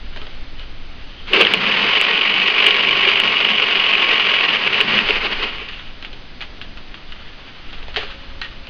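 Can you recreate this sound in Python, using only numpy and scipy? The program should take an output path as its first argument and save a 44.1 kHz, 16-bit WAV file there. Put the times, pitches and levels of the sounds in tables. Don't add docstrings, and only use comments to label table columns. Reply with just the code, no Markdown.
import sys
import numpy as np
from scipy import signal
from scipy.fft import rfft, irfft
from scipy.io import wavfile
from scipy.ndimage import uniform_filter1d

SR = 44100
rng = np.random.default_rng(int(sys.argv[2]) if len(sys.argv) > 2 else 0)


def nominal_scale(level):
    x = np.asarray(level, float) / 20
    return 10 ** x


def dump_mix(stems):
    frames = np.atleast_2d(stems).T
    limited = np.clip(frames, -1, 1)
    pcm = np.round(limited * 32767).astype(np.int16)
    wavfile.write(sys.argv[1], SR, pcm)


N = 383229

# (frequency [Hz], density [dB per Hz])
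SHOP_HISS = [(26, -8), (45, -18.5), (76, -13), (279, -12), (358, -16.5), (478, -19), (614, -18.5),
             (989, -22), (1410, -21.5), (2040, -20.5), (3160, -19.5), (4880, -26.5), (6390, -31),
             (8310, -104), (14100, -120)]
# (frequency [Hz], density [dB per Hz])
AIR_RUMBLE = [(1.8, -31.5), (3.0, -5.5), (16, 7), (25, -6.5), (54, -11.5), (83, -20), (120, -23.5),
              (160, -46.5), (260, -120)]
# (time [s], level [dB])
DRAUGHT = [(0, -27), (.85, -30), (1.3, -33), (5.2, -35), (5.8, -29.5), (6.2, -34.5), (7.6, -33.5),
           (8.0, -30.5), (8.69, -30)]
# (time [s], peak [dB], rise [s per 10 dB], fall [s per 10 dB])
DRAGS = [(.3, -42.5, 0.3581, 0.1655), (.6, -46, 0.0617, 0.13), (1.1, -45.5, 0.298, 0.8345),
         (1.283, -30.5, 0.0187, 0.4565), (5.8, -40, 1.1513, 0.3225), (7.1, -46.5, .5, 1.3741),
         (7.6, -44.5, 0.5755, 1), (7.9, -40, 0.4859, 0.0055), (7.99, -27.5, 0.0475, 0.1283),
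         (8.11, -40, .02, .25), (8.45, -40.5, 0.0041, 0.2228), (8.69, -45.5, 0.1509, -1.1782)]
# (time [s], pitch [Hz], level [dB])
SQUEAK = [(.5, 2785, -80), (.58, 2976, -44), (.68, 3230, -62), (1.0, 2750, -55), (1.1, 2880, -50),
          (1.17, 3050, -45.5), (1.24, 3150, -49), (1.3, 3250, -46)]
# (time [s], pitch [Hz], level [dB])
TUBE_HUM = [(7.8, 561.9, -69.5), (8.044, 544.2, -50), (8.356, 549.4, -55), (8.69, 541.5, -56)]
# (time [s], peak [dB], thud re peak [dB], part resonance [Hz])
KNOCKS = [(0.1616, -23.5, -5.5, 2800), (0.1721, -21, -34.5, 1261), (0.2157, -24.5, -11, 1214),
          (0.2679, -23, -10.5, 2610), (0.595, -24, -20, 2988), (5.687, -17.5, -32.5, 2851),
          (5.7466, -23, -25, 2738), (5.7954, -24.5, -29.5, 2862), (6.0253, -20.5, -24.5, 3062),
          (6.0479, -17, -27, 2837), (6.13, -23, -15.5, 2930), (6.407, -21, -19, 2348),
          (6.4131, -19, -29, 2920), (6.4226, -16, -31.5, 3017), (6.6142, -16, -34, 2826),
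          (6.7725, -22.5, -26.5, 1375), (6.943, -20.5, -49.5, 2792), (7.1214, -22.5, -31, 2903),
          (7.7283, -25.5, -13.5, 2675), (7.8284, -28, -5.5, 2589), (7.8821, -26.5, -2.5, 2076),
          (7.9436, -20, -29.5, 2524), (7.961, -7.5, -27, 2490), (7.9671, -9, -14, 3075),
          (7.9734, -16.5, -5, 2820), (8.03, -21.5, -6, 2690), (8.4149, -12, -30, 3900),
          (8.4317, -23, -37, 1830), (8.4461, -19.5, -32.5, 2960), (8.6704, -24.5, -17, 2890)]
# (frequency [Hz], density [dB per Hz])
CRACK = [(400, -34.5), (800, -8), (1300, 0), (2200, -1.5), (3000, 3), (4300, -8), (5200, -19),
         (7000, -17.5)]
# (time [s], pitch [Hz], peak [dB], decay time T60 [s])
PINGS = [
    (.214, 1297, -40, 0.2232),
    (7.963, 3076, -21.5, 0.1186),
    (8.416, 1879, -25, 0.12),
    (8.434, 1870, -32, 0.17),
    (8.448, 1857, -33, .14),
    (8.448, 2699, -33, 0.138),
]
# (time [s], peak [dB])
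THUMPS = [
    (1.334, -9),
    (1.41, -12.5),
    (1.84, -16),
    (3.06, -15.5),
    (4.12, -17.5),
    (4.81, -15.5),
    (5.09, -10.5),
    (5.612, -27),
    (7.972, -20),
    (8.03, -27),
]
# (time [s], peak [dB])
SNAGS = [(1.6116, -8.5), (1.6555, -5), (1.6666, -1), (1.7124, -5), (1.8646, -2.5), (1.9536, -2),
         (2.2117, -1.5), (2.4166, -3.5), (2.6045, -0.5), (2.6248, -2.5), (2.7435, 0), (2.9104, -3),
         (2.9527, -4.5), (3.0864, -0.5), (3.1571, -3), (3.275, -2.5), (3.3686, -2), (3.6217, -4.5),
         (3.709, -2), (3.8382, -0.5), (3.9282, -5), (3.9809, -2), (4.1132, -1.5), (4.1968, -2), (4.4899, 1),
         (4.6377, -4.5), (4.6759, -0.5), (5.0868, -4), (5.1065, -0.5), (5.2109, -9)]
# (time [s], peak [dB], chatter [ms])
JAMS = [(1.333, 2.1, 3.9), (1.348, -1.5, 1.6), (1.362, -5, 2.4), (1.408, 1.1, 8.3), (1.421, 1, .7),
        (1.43, -2, .8), (1.45, 1, 1), (1.469, 1, 1.5), (1.537, 4, 1.5), (1.543, 0, 1.2), (2.013, 3.3, .5),
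        (2.665, 2, 1.4), (2.669, 0, 1.2), (2.687, 0, 1.4), (3.2, .9, 1), (3.403, .3, 1.2),
        (3.449, 1.7, 1.6), (3.755, -1.5, 1.2), (4.811, 0, 1.5), (4.988, -.2, 1.6), (5.62, -22.5, 2),
        (5.088, -2, 2), (5.107, -4, 1.5), (5.211, -14, 1)]
# (time [s], rate [Hz])
REVERSALS = [(1.25, 9.943), (1.75, 40.69), (1.95, 44.53), (2.2, 48.24), (2.45, 48.95), (2.95, 49.15),
             (3.2, 48.42), (3.45, 46.78), (3.7, 45.29), (3.95, 44.34), (4.2, 44.83), (4.45, 40.86),
             (5.0, 22.0), (5.3, 12.0), (5.9, 4.0)]
# (time [s], bite [dB], looseness [dB])
PUSH = [(1.27, -52, 5), (1.283, -37, 8), (1.325, -32, 13), (1.345, -21, 15), (1.49, -25, 13),
        (1.8, -17.5, 7.5), (2.1, -15.5, 0), (2.6, -13.5, 0), (3.05, -14, 1), (3.6, -14.5, 0.5),
        (4.35, -13.5, 0.5), (4.45, -20, 4.5), (4.95, -18, 6.5), (5.15, -27, 14.5), (5.45, -28, 12),
        (5.55, -33.5, 8.5), (5.75, -34.5, -3.5), (5.95, -46.5, -3.5)]
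# (time [s], swell [dB], half length [ms])
STROKES = [(1.34, 6, 13), (1.41, 8.5, 14), (1.575, -3, 30), (1.96, 5, 30), (2.66, 4.5, 38), (3.09, 3.5, 22),
           (4.13, 2, 20), (4.445, 7, 24), (4.492, 5.5, 12), (4.548, 4.5, 21), (4.67, 6.5, 10),
           (4.745, 3.5, 19), (4.81, 8.5, 8.9), (4.92, 4, 38), (4.985, 5, 16), (5.098, 13, 16.87),
           (5.165, 3.5, 18), (5.255, 6.5, 17.83), (5.33, 6, 21.37), (5.432, 11, 14.866), (5.475, 6, 11),
           (5.55, 4.5, 12), (5.62, 7, 15), (4.59, -2.5, 25), (4.71, -4, 17), (4.86, -5, 20), (5.05, -5, 15),
           (5.2, -5, 10), (5.3, -5, 12.08), (5.39, -3.5, 15)]
# (frequency [Hz], density [dB per Hz])
RASP = [(150, -49), (250, -18), (407, -12), (760, -12.5), (1100, -7.5), (1330, -9), (1790, -8.5),
        (2100, -5.5), (2870, -3), (3470, -11.5), (4680, -18), (5500, -24.5), (6390, -27), (8310, -74),
        (14100, -120)]
# (frequency [Hz], width [Hz], level [dB])
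SHOE = [(2930, 356.33, 4), (2410.6, 475.6, 2), (2162.6, 240, -7.5), (3322.5, 770, -9.5),
        (1642.5, 952.8, -9)]
# (frequency [Hz], width [Hz], level [dB])
PLATES = [(1095, 16, -9), (1242, 16, -11), (1888, 16, -8), (2388, 20, -6), (2440, 30, -5), (2558, 25, -3),
          (2612, 25, -4), (2836, 30, 0), (2910, 25, -3), (2985, 30, -1), (3296, 22, -10)]
# (frequency [Hz], width [Hz], level [dB])
FRAME = [(299.08, 120, -8.5), (400.29, 40, -0.5), (446.04, 25, -2.5), (523.8, 56, -6), (718.7, 35, -17.5)]
# (frequency [Hz], width [Hz], level [dB])
RAIL = [(135.05, 3.2, -10), (156.58, 14, -16.5), (205.94, 13, 1.5)]
# (frequency [Hz], gain [dB])
PORT_NOTCH = [(4800, 0), (5250, -4.5), (5550, -14.5), (5850, -7), (6400, -11.5)]

DUCK_S, DUCK_FADE_S, DUCK_DB = 1.33, .1, -25.5
RECOVER_S, RECOVER_FADE_S = 4.781, 0.2898
SNAG_MS = .8
BLADE_SWING = .8
FIRST_BITE_S, FIRST_BITE_DB, FIRST_BITE_FADE_S = 1.31, 9, .2


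def unit(x):
    return x / np.sqrt(np.mean(x ** 2))


def track(rows, off=None):
    s, *columns = np.transpose(rows)
    return [np.interp(np.arange(N) / SR, s, c, off, off) for c in columns]


def colour(x, points, size=16384):
    hz, db = np.transpose(points)
    f = np.maximum(np.arange(size // 2 + 1) * SR / size, 1)
    cepstrum = irfft(np.log(nominal_scale(np.interp(np.log(f), np.log(hz), db))))
    cepstrum[1:size // 2] *= 2
    cepstrum[size // 2 + 1:] = 0
    response = irfft(np.exp(rfft(cepstrum)))
    return signal.fftconvolve(x, response)[:len(x)]


def ring(x, modes):
    out = 0
    for k, (hz, width, db) in enumerate(modes):
        r = np.exp(-np.pi * width / SR)
        poles = [1, -2 * r * np.cos(2 * np.pi * hz / SR), r * r]
        gain = (-1) ** k * nominal_scale(db) * np.sqrt(1 - r)
        out = out + gain * signal.lfilter([1, 0, -1], poles, x)
    return out


def walk(rate):
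    k = int(SR / rate)
    held = np.repeat(rng.standard_normal(N // k + 1), k)
    return 1.3851 * uniform_filter1d(uniform_filter1d(held, k), k)[:N]


def grit(per_s, spread_db):
    where, size, sign = rng.random((3, N))
    heights = nominal_scale(-spread_db * np.log(1 - size)) * np.sign(sign - .5)
    return unit((where < per_s / SR) * heights)


def tone(rows, wobble, flutter_db, rate):
    hz, db = track(rows, off=-120)
    level = np.sqrt(2) * nominal_scale(db + flutter_db * walk(rate))
    cycles = np.cumsum(hz * (1 + wobble * walk(rate))) / SR
    return level * np.sin(2 * np.pi * cycles)


def add(out, s, sound):
    i = int(s * SR)
    out[i:i + len(sound)] += sound[:N - i]


def blow(push, db, body):
    y = body(push)
    return nominal_scale(db) * y / np.abs(y).max()


def shop():
    hiss = nominal_scale(-41 + 0.36 * walk(7.5)) * unit(colour(rng.standard_normal(N), SHOP_HISS))
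    duck_db, = track([(DUCK_S, 0), (DUCK_S + DUCK_FADE_S, DUCK_DB),
                      (RECOVER_S, DUCK_DB), (RECOVER_S + RECOVER_FADE_S, 0)])
    draught_db, = track(DRAUGHT)
    gusts_db = 1.5 * walk(5)
    rumble = unit(colour(rng.standard_normal(N), AIR_RUMBLE, size=65536))
    return hiss + nominal_scale(draught_db + duck_db + gusts_db) * rumble


def room(x, t60_s, wet_db):
    t = np.arange(SR // 2) / SR
    tail = rng.standard_normal(len(t)) * np.exp(-np.log(1000) * t / t60_s) * (t > .004)
    return x + nominal_scale(wet_db) * signal.fftconvolve(x, tail / np.sqrt(np.sum(tail ** 2)))[:N]


def scrape():
    t = np.arange(N) / SR
    power = 0
    for s, db, rise, fall in DRAGS:
        power = power + nominal_scale(db - 10 * np.maximum((s - t) / rise, (t - s) / fall)) ** 2
    grains = nominal_scale(2 * walk(70)) * rng.standard_normal(N)
    squeak = tone(SQUEAK, wobble=.035, flutter_db=4, rate=400)
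    hum = tone(TUBE_HUM, wobble=0.0027, flutter_db=-1.0, rate=90)
    return np.sqrt(power) * unit(colour(grains, CRACK)) + squeak + hum


def knocks():
    out, t = np.zeros(N), np.arange(8192) / SR
    thud = [(408.55, 72.4, -0.5), (630.35, 116.8, 0), (870.5, 325.5, 1)]  # Hz, width Hz, dB
    noises = rng.standard_normal((len(KNOCKS), 8192))
    for (s, db, thud_db, hz), noise in zip(KNOCKS, noises):
        burst = noise * (np.exp(-t / 0.001272) + 0.4044 * np.exp(-t / 0.020798))
        add(out, s, blow(burst, db, lambda x: colour(x, CRACK, size=1024)))
        add(out, s, blow(burst, db - 12.5, lambda x: ring(x, [(hz, 200, 0)])))
        add(out, s, blow(burst, db + thud_db + 3, lambda x: ring(x, thud)))
    for s, hz, db, t60 in PINGS:
        add(out, s, nominal_scale(db) * np.sin(2 * np.pi * hz * t) * np.exp(-np.log(1000) * t / t60))
    return out


def thumps():
    out, t = np.zeros(N), np.arange(8192) / SR

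    def rattling_frame(x):
        return unit(ring(x, FRAME)) + nominal_scale(-1.5) * unit(colour(x, RASP, size=1024))

    for (s, db), noise in zip(THUMPS, rng.standard_normal((len(THUMPS), 8192))):
        burst = noise * np.exp(-t * 1000 / 12)
        add(out, s, blow(burst, db, rattling_frame))
    return out


def snags(rows, top_db):
    out, t = np.zeros(N), np.arange(4096) / SR

    def blade_and_shoe(x):
        return unit(ring(x, SHOE)) + 0.067 * unit(colour(x, RASP, size=1024))

    for (s, db, ms), noise in zip(rows, rng.standard_normal((len(rows), 4096))):
        burst = uniform_filter1d(noise, size=6) * np.exp(-t * 1000 / max(ms, .2))
        add(out, s, blow(burst, min(db - 1.5, top_db), blade_and_shoe))
        add(out, s, blow(burst, db - 30.5, lambda x: ring(x, FRAME)))
    return out


def catches():
    rate, = track(REVERSALS)
    bite_db, _ = track(PUSH, off=-120)
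    turns = np.cumsum(rate) / SR
    at = np.flatnonzero(np.diff(np.floor(turns + .1)) > 0)
    at = at[rate[at] > 30]
    late, size = rng.standard_normal((len(at), 2)).T
    times = at / SR + late * 0.0025
    levels = bite_db[at] + 6 + 4 * size
    return [(s, db, SNAG_MS) for s, db in zip(times, levels)]


def saw():
    rate, = track(REVERSALS)
    bite_db, loose_db = track(PUSH, off=-120)
    turns = np.cumsum(rate) / SR
    ms = np.arange(N) * 1000 / SR
    stroke_db = sum(db * np.exp(-((ms - s * 1000) / half) ** 2) for s, db, half in STROKES)
    since_bite = ms / 1000 - FIRST_BITE_S
    jump_db = FIRST_BITE_DB * (since_bite > 0) * np.exp(-np.abs(since_bite) / FIRST_BITE_FADE_S)

    tick_db = bite_db + stroke_db - 4
    rasp_db = bite_db - 7 + 0.8363 * loose_db + 0.56 * stroke_db
    shake_db = bite_db - 22.5 + 0.871 * loose_db + jump_db + 0.71 * stroke_db + 2.5 * walk(10)
    rail_db = bite_db - 23 + 0.9516 * loose_db + .6 * jump_db + 3 * walk(9)

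    pace = np.minimum(rate / 44, 1) ** 2
    swell_db = pace * (3.3 * np.cos(2 * np.pi * (turns + .05)) + 2 * np.cos(np.pi * (turns - .4)))
    teeth = nominal_scale(swell_db / 2 + 1.5187 * walk(90)) * rng.standard_normal(N)
    ticks = nominal_scale(swell_db + 0.77 * walk(60)) * grit(per_s=600, spread_db=2.5)

    gear_turns = np.cumsum(rate * (1 + .002 * walk(30))) / SR
    whine = np.sin(2 * np.pi * 46 * gear_turns) * nominal_scale(3 * walk(20))
    plates = unit(ring(teeth + ticks, PLATES))
    blade = unit(ring(ticks, SHOE)) + nominal_scale(-6) * plates + nominal_scale(-14) * pace * whine
    rasp = unit(colour(teeth + 0.12 * ticks, RASP))

    jolt = nominal_scale(1.4 * np.cos(np.pi * (turns - .5))) * rng.standard_normal(N)
    body = nominal_scale(shake_db) * unit(ring(jolt, FRAME)) + nominal_scale(rail_db) * unit(ring(jolt, RAIL))
    return nominal_scale(tick_db) * blade + nominal_scale(rasp_db) * rasp + body


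def scene():
    catching = snags([(s, db, SNAG_MS) for s, db in SNAGS] + catches(), top_db=-3)
    cutting = BLADE_SWING * np.tanh((saw() + catching) / BLADE_SWING)
    hits = snags(JAMS, top_db=5) + knocks() + thumps()
    return (room(cutting + hits, t60_s=.25, wet_db=-13) + scrape() + shop())[None]


def band_limit(x):
    return signal.sosfilt(signal.butter(12, 15830, fs=SR, output="sos"), x)


def record(dry):
    anti_alias = signal.cheby2(10, 60, 8300, fs=SR, output="sos")
    x = signal.sosfilt(anti_alias, colour(dry[0], PORT_NOTCH))[None]
    carrier = np.cos(2 * np.pi * 14500 * np.arange(N) / SR)
    x = x + nominal_scale(-59.0) * (x - uniform_filter1d(x, size=800)) * carrier
    x = np.clip(x - .0039, -1, 1)
    return band_limit(x)


dry = scene()
out = record(dry)
dump_mix(out)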